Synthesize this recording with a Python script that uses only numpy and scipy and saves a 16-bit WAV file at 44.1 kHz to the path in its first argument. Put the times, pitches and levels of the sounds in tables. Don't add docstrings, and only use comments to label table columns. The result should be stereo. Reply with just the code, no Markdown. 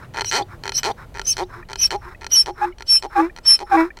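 import sys
import numpy as np
from scipy import signal
from scipy.fft import rfft, irfft
from scipy.io import wavfile
from scipy.ndimage import uniform_filter1d, map_coordinates

SR = 44100
rng = np.random.default_rng(int(sys.argv[2]) if len(sys.argv) > 2 else 0)


def inscribe(sig):
    pcm = np.round(np.clip(np.atleast_2d(sig).T, -1, 1) * 32767)
    wavfile.write(sys.argv[1], SR, pcm.astype(np.int16))


def decibels_to_gain(level_db):
    exponent = np.asarray(level_db, float) / 20
    return 10 ** exponent


N = 176400
T = np.arange(N) / SR


def ring(x, modes, twice=False):
    out = 0
    for k, (hz, width_hz, db) in enumerate(modes):
        b, a = signal.iirpeak(hz, hz / width_hz, fs=SR)
        y = signal.lfilter(b, a, x)
        if twice:
            y = signal.lfilter(b, a, y)
        out = out + (-1) ** k * decibels_to_gain(db) * y
    return out


def highpass(x, order, hz):
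    return signal.sosfilt(signal.butter(order, hz, "high", fs=SR, output="sos"), x)


def unit(x):
    return x / np.sqrt(np.mean(x ** 2))


def walk(rate_hz):
    k = max(int(SR / rate_hz), 1)
    return unit(uniform_filter1d(uniform_filter1d(rng.standard_normal(N), k), k))


def track(table, col):
    rows = np.array(table, float)
    return uniform_filter1d(np.interp(T, rows[:, 0], rows[:, col]), size=64)


def swell(start, end, edge):
    u = (T - start) / (end - start)
    return np.sin(np.pi / 2 * np.clip(np.minimum(u, 1 - u) / edge, 0, 1)) ** 2


def add_clicks(buf, s, db):
    at = np.clip(np.asarray(s) * SR, 0, N - 2)
    i = at.astype(int)
    np.add.at(buf, i, decibels_to_gain(db) * (1 - at + i))
    np.add.at(buf, i + 1, decibels_to_gain(db) * (at - i))


# t/s, level/dB
CLOSING_SLAPS = [(0.138, -32), (0.144, -26), (0.1475, -27.5), (0.1537, -28.5), (0.1606, -22), (0.1706, -17),
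                 (0.1771, -17), (0.1857, -14), (0.1948, -14.5), (0.2087, -8.5), (0.2181, -11.5),
                 (0.2455, -14.5), (0.6365, -18), (0.6462, -28), (0.6554, -17), (0.6655, -20.5),
                 (0.678, -13), (0.6932, -11.5), (0.7203, -16.5), (1.1428, -33), (1.1491, -30.5),
                 (1.1547, -28.5), (1.162, -28.5), (1.1716, -22), (1.1836, -23), (1.1951, -14.5),
                 (1.2155, -18.5), (1.6874, -33.5), (1.6911, -32), (1.699, -26.5), (1.707, -25),
                 (1.7162, -22.5), (1.7313, -15), (1.757, -16.5), (2.2109, -31), (2.2176, -29),
                 (2.2229, -35), (2.232, -28), (2.2443, -20.5), (2.2659, -16), (2.7839, -30), (2.798, -34.5),
                 (2.8068, -25), (2.8228, -21.5), (3.3629, -25), (3.3746, -28.5), (3.3861, -24.5),
                 (3.9709, -28.5), (3.974, -34), (3.988, -30.5)]


def closing_creaks(throat, mouth, teeth):
    s, db = np.array(CLOSING_SLAPS).T
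    bright_gap_s = 0.013
    dull = np.sqrt(np.clip(1 - np.diff(s, prepend=0) / bright_gap_s, 0, 1))
    db = db + 3.5
    add_clicks(teeth, s, db - 5 * dull)
    add_clicks(mouth, s, db + 3.5 * (2 * dull - 1))
    add_clicks(throat, s, db + 2 + 12 * (dull - 1))


# start t/s, length/s, second gap/s, settled gap/s, click level/dB
OPENING_CREAKS = [
    (0.3132, 0.11, 0.0065, 0.004, -6.5),
    (0.832, .088, 0.0072, 0.0042, -6.5),
    (1.368, 0.071, 0.0079, .0049, -10),
    (1.9063, 0.058, 0.0076, 0.0044, -8.5),
    (2.46, 0.048, 0.008, .0048, -15.5),
    (3.0246, 0.039, .008, 0.0054, -16),
    (3.5904, 0.044, 0.0073, 0.0039, -17),
]
# first gap/s, throat ring level/dB, time until it dulls/s
OPENING_GROANS = [
    (.0089, -14.5, 0.054),
    (.0095, -13.5, 0.023),
    (0.0128, -14.5, 0.015),
    (.0082, -14.5, 0.003),
    (.0086, -15.5, .002),
    (0.0102, -15, 0.0012),
    (.0128, -19, 0.0016),
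]


def opening_creaks(throat, narrowed, mouth, teeth):
    settle, jitter, swell_s = 0.72, 0.03, 0.014
    dull_db_per_s, dullest_db = 502, -21.5
    for (start, length, second, settled, db), (first, groan_db, dulls) in zip(OPENING_CREAKS, OPENING_GROANS):
        k = np.arange(32)
        gap_chance, level_chance = rng.standard_normal((2, 32))
        gaps = (settled + (second - settled) * settle ** k) * (1 + jitter * gap_chance * (k / 8) ** 2.7)
        s = np.cumsum(np.append([0, first], gaps))[:len(k)]
        on = s < length
        u = np.clip(s / length, 0.01, 0.99)
        dull = np.clip(-dull_db_per_s * (s - dulls), dullest_db, 0)
        groan = groan_db - 9 * np.exp(-s / swell_s) + 1.17 * gap_chance - 6 * u ** 6
        at = start + s[on]
        add_clicks(teeth, at, (db + dull + 0.6 * level_chance)[on])
        add_clicks(mouth, at, (db - 2.5 + 0.7 * dull - 8 * u ** 3)[on])
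        add_clicks(throat, at, (groan + 10 * np.log10(1 - u ** 2))[on])
        add_clicks(narrowed, at, (groan + 20 * np.log10(u))[on])


def spray(clicks):
    tail = signal.lfilter([1], [1, -np.exp(-1 / (0.003 * SR))], clicks)
    return clicks + tail * rng.standard_normal(N) * decibels_to_gain(-22)


# f/Hz, width/Hz, level/dB
THROAT = [(389, 26.8, 5.5), (906, 97, 5.5)]
# f/Hz, width/Hz, level/dB
NARROWED_THROAT = [(363.6, 24, 3.5), (821, 31, 7)]
# f/Hz, width/Hz, level/dB
MOUTH = [(1373, 52, 4.5), (1850, 420, 1.5), (2510, 100, 0)]
# f/Hz, width/Hz, level/dB
TEETH = [(3080, 140, -1), (4225, 143, 4), (4664, 1100, -7.5), (5800, 160, -1), (6240, 400, -10.5),
         (7790, 1100, -14), (8900, 530, -15), (12800, 3500, -27)]


def creaks():
    throat, narrowed, mouth, teeth = np.zeros((4, N))
    closing_creaks(throat, mouth, teeth)
    opening_creaks(throat, narrowed, mouth, teeth)
    mouth, teeth = signal.lfilter(*signal.butter(2, 7500, fs=SR), [mouth, teeth])
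    groan = decibels_to_gain(28.5) * ring(throat, THROAT) + decibels_to_gain(34.5) * ring(narrowed, NARROWED_THROAT)
    crack = decibels_to_gain(-5) * ring(teeth, [(4900, 5100, 0.03)], True) + decibels_to_gain(9.5) * ring(mouth, [(1410, 1600, 0.03)])
    return groan + crack + decibels_to_gain(20) * ring(spray(mouth), MOUTH) - decibels_to_gain(19.5) * ring(spray(teeth), TEETH)


# start t/s, end t/s, level/dB, f/Hz, roughness (0-1)
HEE_NOTES = [(0.248, 0.311, -26, 5770, 0.53), (0.28, 0.312, -31.5, 6190, 0.6),
             (0.737, 0.797, -22, 5800, 0.9), (0.768, 0.802, -21.5, 6080, 0.6),
             (1.243, 1.357, -29.5, 5900, 0.9), (1.263, 1.326, -16.5, 6220, 0.2),
             (1.305, 1.335, -17, 5530, 0.11), (1.782, 1.856, -18.5, 5910, 0.6),
             (1.825, 1.872, -12, 5530, 0.2), (2.31, 2.377, -14.5, 5786, 0.31), (2.329, 2.365, -25, 6170, 0),
             (2.345, 2.434, -10, 5496, 0.05), (2.873, 2.999, -10.5, 5478, .06),
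             (3.447, 3.575, -9, 5452, 0.19), (2.346, 2.366, -24, 3030, 0.42),
             (0.256, .312, -40.5, 4130, .8), (0.731, 0.813, -35.5, 4220, .9),
             (1.268, 1.33, -32.5, 9430, .7), (0.778, .81, -41.5, 12800, .9), (0.747, 0.757, -34, 8900, .9),
             (2.385, 2.407, -38, 8100, .6)]
# f/Hz, width/Hz, level/dB
NOSE = [(2570, 220, 2.5), (3024, 224, 7.5), (4500, 1130, -2.5), (5190, 198.5, 11.5), (5440, 400, 3.5),
        (6045, 190, 3.5), (7880, 800, -2), (9560, 370, -4.5), (10770, 790, -7.5), (13300, 780, -14.5),
        (14640, 1300, -14), (1530, 2560, -9)]


def whistles():
    sag_hz_per_s, air_lead_s = 1100, 0.023
    tone, draw = 0, 0
    for start, end, db, hz, rough in HEE_NOTES:
        sagging_hz = hz - sag_hz_per_s * np.clip(T - start, 0, 0.2)
        pitch = sagging_hz * (1 + 0.036 * rough * walk(580))
        level = decibels_to_gain(db + 5.26 * rough * walk(190)) * swell(start, end, 0.32)
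        tone = tone + level * np.sin(2 * np.pi * np.cumsum(pitch) / SR)
        air_level = decibels_to_gain(-28.5 + 0.42 * (db + 14.5))
        draw = np.maximum(draw, swell(start - air_lead_s, end + air_lead_s, 0.5) * air_level)
    noise = rng.standard_normal(N)
    air = 0
    for k, mode in enumerate(NOSE):
        air = air + (-1) ** k * decibels_to_gain(4.25 * walk(60)) * ring(noise, [mode], True)
    octave = highpass(2 * tone ** 2, 4, 7000)
    return np.sqrt(2) * tone + decibels_to_gain(-2.5) * octave + draw * unit(air)


# peak t/s, level/dB, rise/s and fall/s through 20 dB, overtone level/dB
HAWS = [
    (2.665, -28, 0.069, 0.063, -26.5),
    (3.208, -16, .048, 0.077, -3),
    (3.787, -14, .068, 0.089, 5.5),
]
# start t/s, end t/s, level/dB, f/Hz
HONKS = [
    (2.608, 2.664, -13, 806),
    (3.148, 3.223, -11, 800),
    (3.708, 3.772, -8, 775),
]


def effort():
    veiled_db, closes_s = -19.5, 0.059
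    haw_level, honk_level, overtones, honk_hz = 0, 0, 0, 0
    for (peak, db, rise, fall, over_db), (start, end, honk_db, hz) in zip(HAWS, HONKS):
        u = (T - peak) / np.where(T < peak, rise, fall)
        s = np.maximum(T - start, 0)
        near = abs(u) < 2
        haw_level = haw_level + decibels_to_gain(db - 20 * abs(u) ** np.where(T < peak, 2.0, 2.6))
        honk_level = honk_level + decibels_to_gain(honk_db) * swell(start, end, 0.31)
        freed_db = np.where(T < end, veiled_db, -6 * ((T - end) / closes_s) ** 3)
        overtones = overtones + near * decibels_to_gain(over_db + freed_db)
        scoop = 0.15 * np.exp(-s / 0.009)
        climb = 0.11 * np.minimum(s / (end - start), 1) ** 3
        honk_hz = honk_hz + near * hz * (1 + scoop + climb)
    return haw_level, honk_level, overtones, honk_hz


# multiple of the pitch, level/dB
HAW_HARMONICS = [(1, 0), (2, -16.5), (3, -11), (4, -34.5), (5, -23), (6, -19.5), (7, -21), (8, -31)]


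def voice():
    haw_level, honk_level, overtones, honk_hz = effort()
    rest_hz, pull_hz = 363.5, 42.28
    haw_hz = rest_hz - pull_hz * haw_level ** 2 / (haw_level ** 2 + decibels_to_gain(-24) ** 2)
    haw_phase = 2 * np.pi * np.cumsum(haw_hz * (1 + 0.005 * walk(120))) / SR
    honk_phase = 2 * np.pi * np.cumsum(honk_hz * (1 + 0.014 * walk(160))) / SR
    haw, honk = 0, 0
    for k, (_, db) in enumerate(HAW_HARMONICS):
        haw = haw + decibels_to_gain(db) * (overtones if k else 1) * np.cos((k + 1) * haw_phase - 0.29 * k)
    for k, db in enumerate((-3.5, -18, -28.5)):
        honk = honk + decibels_to_gain(db) * np.sin((k + 1) * honk_phase)
    sum_tone = decibels_to_gain(9) * np.sin(haw_phase + honk_phase)
    side_tones = decibels_to_gain(-5) * (np.sin(honk_phase - haw_phase) + np.sin(honk_phase + 2 * haw_phase))
    both = haw_level * honk_level * (sum_tone + side_tones)
    hoarse = unit(ring(rng.standard_normal(N), PUFF_MODES + THROAT))
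    rasp = decibels_to_gain(-25) * (haw_level + honk_level) * (1 + np.sin(haw_phase)) * hoarse
    return np.sqrt(2) * (haw_level * haw + honk_level * honk + both) + rasp


# start t/s, length/s, level/dB, chest hum level/dB
PUFFS = [
    (-.05, 0.13, -41.5, -25),
    (0.475, 0.097, -42, -8),
    (0.966, 0.1, -40, -19),
    (1.482, 0.16, -38, -5),
    (2.01, 0.14, -37, -1.5),
    (2.547, 0.18, -35, -40),
    (3.098, 0.2, -31.5, -28),
    (3.659, 0.24, -28.5, -28),
]
# f/Hz, width/Hz, level/dB
PUFF_MODES = [(1005, 440, 3.5), (1390, 400, 5), (1720, 650, -1), (2390, 650, -15), (433, 67, -1.5),
              (3980, 900, -20), (5250, 330, -13.5), (8400, 16000, -31)]


def breath():
    air, hum = np.zeros((2, N))
    for start, length, db, hum_db in PUFFS:
        u = np.clip((T - start) / length, 0, 1)
        air += decibels_to_gain(db) * np.sin(np.pi * u ** 0.91) ** 1.04
        hum += decibels_to_gain(db + hum_db) * np.sin(np.pi * u ** 1.7) ** 2
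    air_noise, chest_noise = rng.standard_normal((2, N))
    puff = air * decibels_to_gain(2.4 * walk(70)) * unit(ring(air_noise, PUFF_MODES, True))
    return puff + hum * unit(ring(chest_noise, [(352.1, 17, 0)], True))


# t/s, peak level/dB, f/Hz
SMACKS = [(0.045, -58, 2840), (0.105, -66, 1880), (0.423, -40, 3550), (.612, -70, 2450), (.912, -42, 3580),
          (1.435, -46, 3720), (1.6272, -43, 1850), (1.65, -63, 3000), (2.147, -44, 1960),
          (2.7233, -50.5, 2250), (3.2966, -43, 1830), (3.904, -38, 1800)]


def smacks():
    out = np.zeros(N)
    for s, db, hz in SMACKS:
        u = np.clip(T - s, 0, 0.03)
        shape = u / 0.0011 * np.exp(1 - u / 0.0026) * (T - s < 0.03)
        glide = np.sin(2 * np.pi * hz * u * (0.93 + 6 * u))
        out += decibels_to_gain(db) * shape * (glide + 0.5 * np.sin(2 * np.pi * 1.3 * hz * u))
    return out


# t/s, left over right level of the treble/dB
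HEAD_AIM = [
    (0.0, -1.5),
    (1.3, -2.2),
    (2.2, -2.5),
    (2.8, -4),
    (4.0, -3),
]


def near_field(donkey):
    lag_s = 1.4e-5
    treble = highpass(donkey, 1, 1500)
    pan_db = track(HEAD_AIM, col=1) / 2
    late = [map_coordinates(treble, [(T - d) * SR], mode="nearest") for d in (lag_s / 2, -lag_s / 2)]
    panned = np.array(late) * decibels_to_gain(np.array([pan_db, -pan_db]))
    width = decibels_to_gain(8.0) * np.gradient(ring(donkey, [(710, 270, 0.0019)])) * np.array([[1], [-1]])
    return donkey - treble + width + panned


def echo(donkey):
    tail = rng.standard_normal((2, SR // 2)) * decibels_to_gain(-60 * T[:SR // 2] / 0.7)
    tail *= decibels_to_gain(-36) / np.sqrt(np.sum(tail ** 2) / 2)
    return signal.fftconvolve(donkey[None], tail, axes=1)[:, :N]


# t/s, rumble level/dB, flutter level/dB
WIND = [
    (0.0, -53, -43),
    (1.87, -41.5, -47),
    (4.0, -50, -65.5),
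]
# f/Hz, level/dB
AIR_COLOUR = [(12, -47), (20, 1), (160, -16), (638, -18.5), (1140, -28.5), (4950, -41), (5380, -48.5),
              (5850, -43), (15000, -47)]


def field():
    hz = np.fft.rfftfreq(N, 1 / SR) + 1
    colour_hz, colour_db = np.array(AIR_COLOUR).T
    colour = decibels_to_gain(np.interp(np.log(hz), np.log(colour_hz), colour_db))
    mid, side = irfft(rfft(rng.standard_normal((2, N))) * colour, N)
    wide = decibels_to_gain(-6) * signal.lfilter(*signal.butter(2, 90, "high", fs=SR), side) * np.array([[1], [-1]])
    sway = decibels_to_gain(1.5 * walk(2.5) - 0.8 * T)
    hiss = decibels_to_gain(-46) * sway * (mid + wide) / np.std(mid)
    low_band = signal.butter(2, [18, 59], "band", fs=SR, output="sos")
    rumble = unit(signal.sosfilt(low_band, rng.standard_normal(N))) * decibels_to_gain(track(WIND, col=1) + 2 * walk(8))
    flutter = unit(ring(rng.standard_normal(N), [(107.5, 67, 0)], True)) * decibels_to_gain(track(WIND, col=2))
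    return hiss + rumble + flutter


def scene():
    donkey = creaks() + whistles() + voice() + breath() + smacks()
    return near_field(donkey) + echo(donkey) + field()


def low_pass(x):
    return signal.sosfilt(signal.butter(12, 16000, fs=SR, output="sos"), x)


def record(dry):
    return low_pass(dry)


dry = scene()
out = record(dry)
inscribe(out)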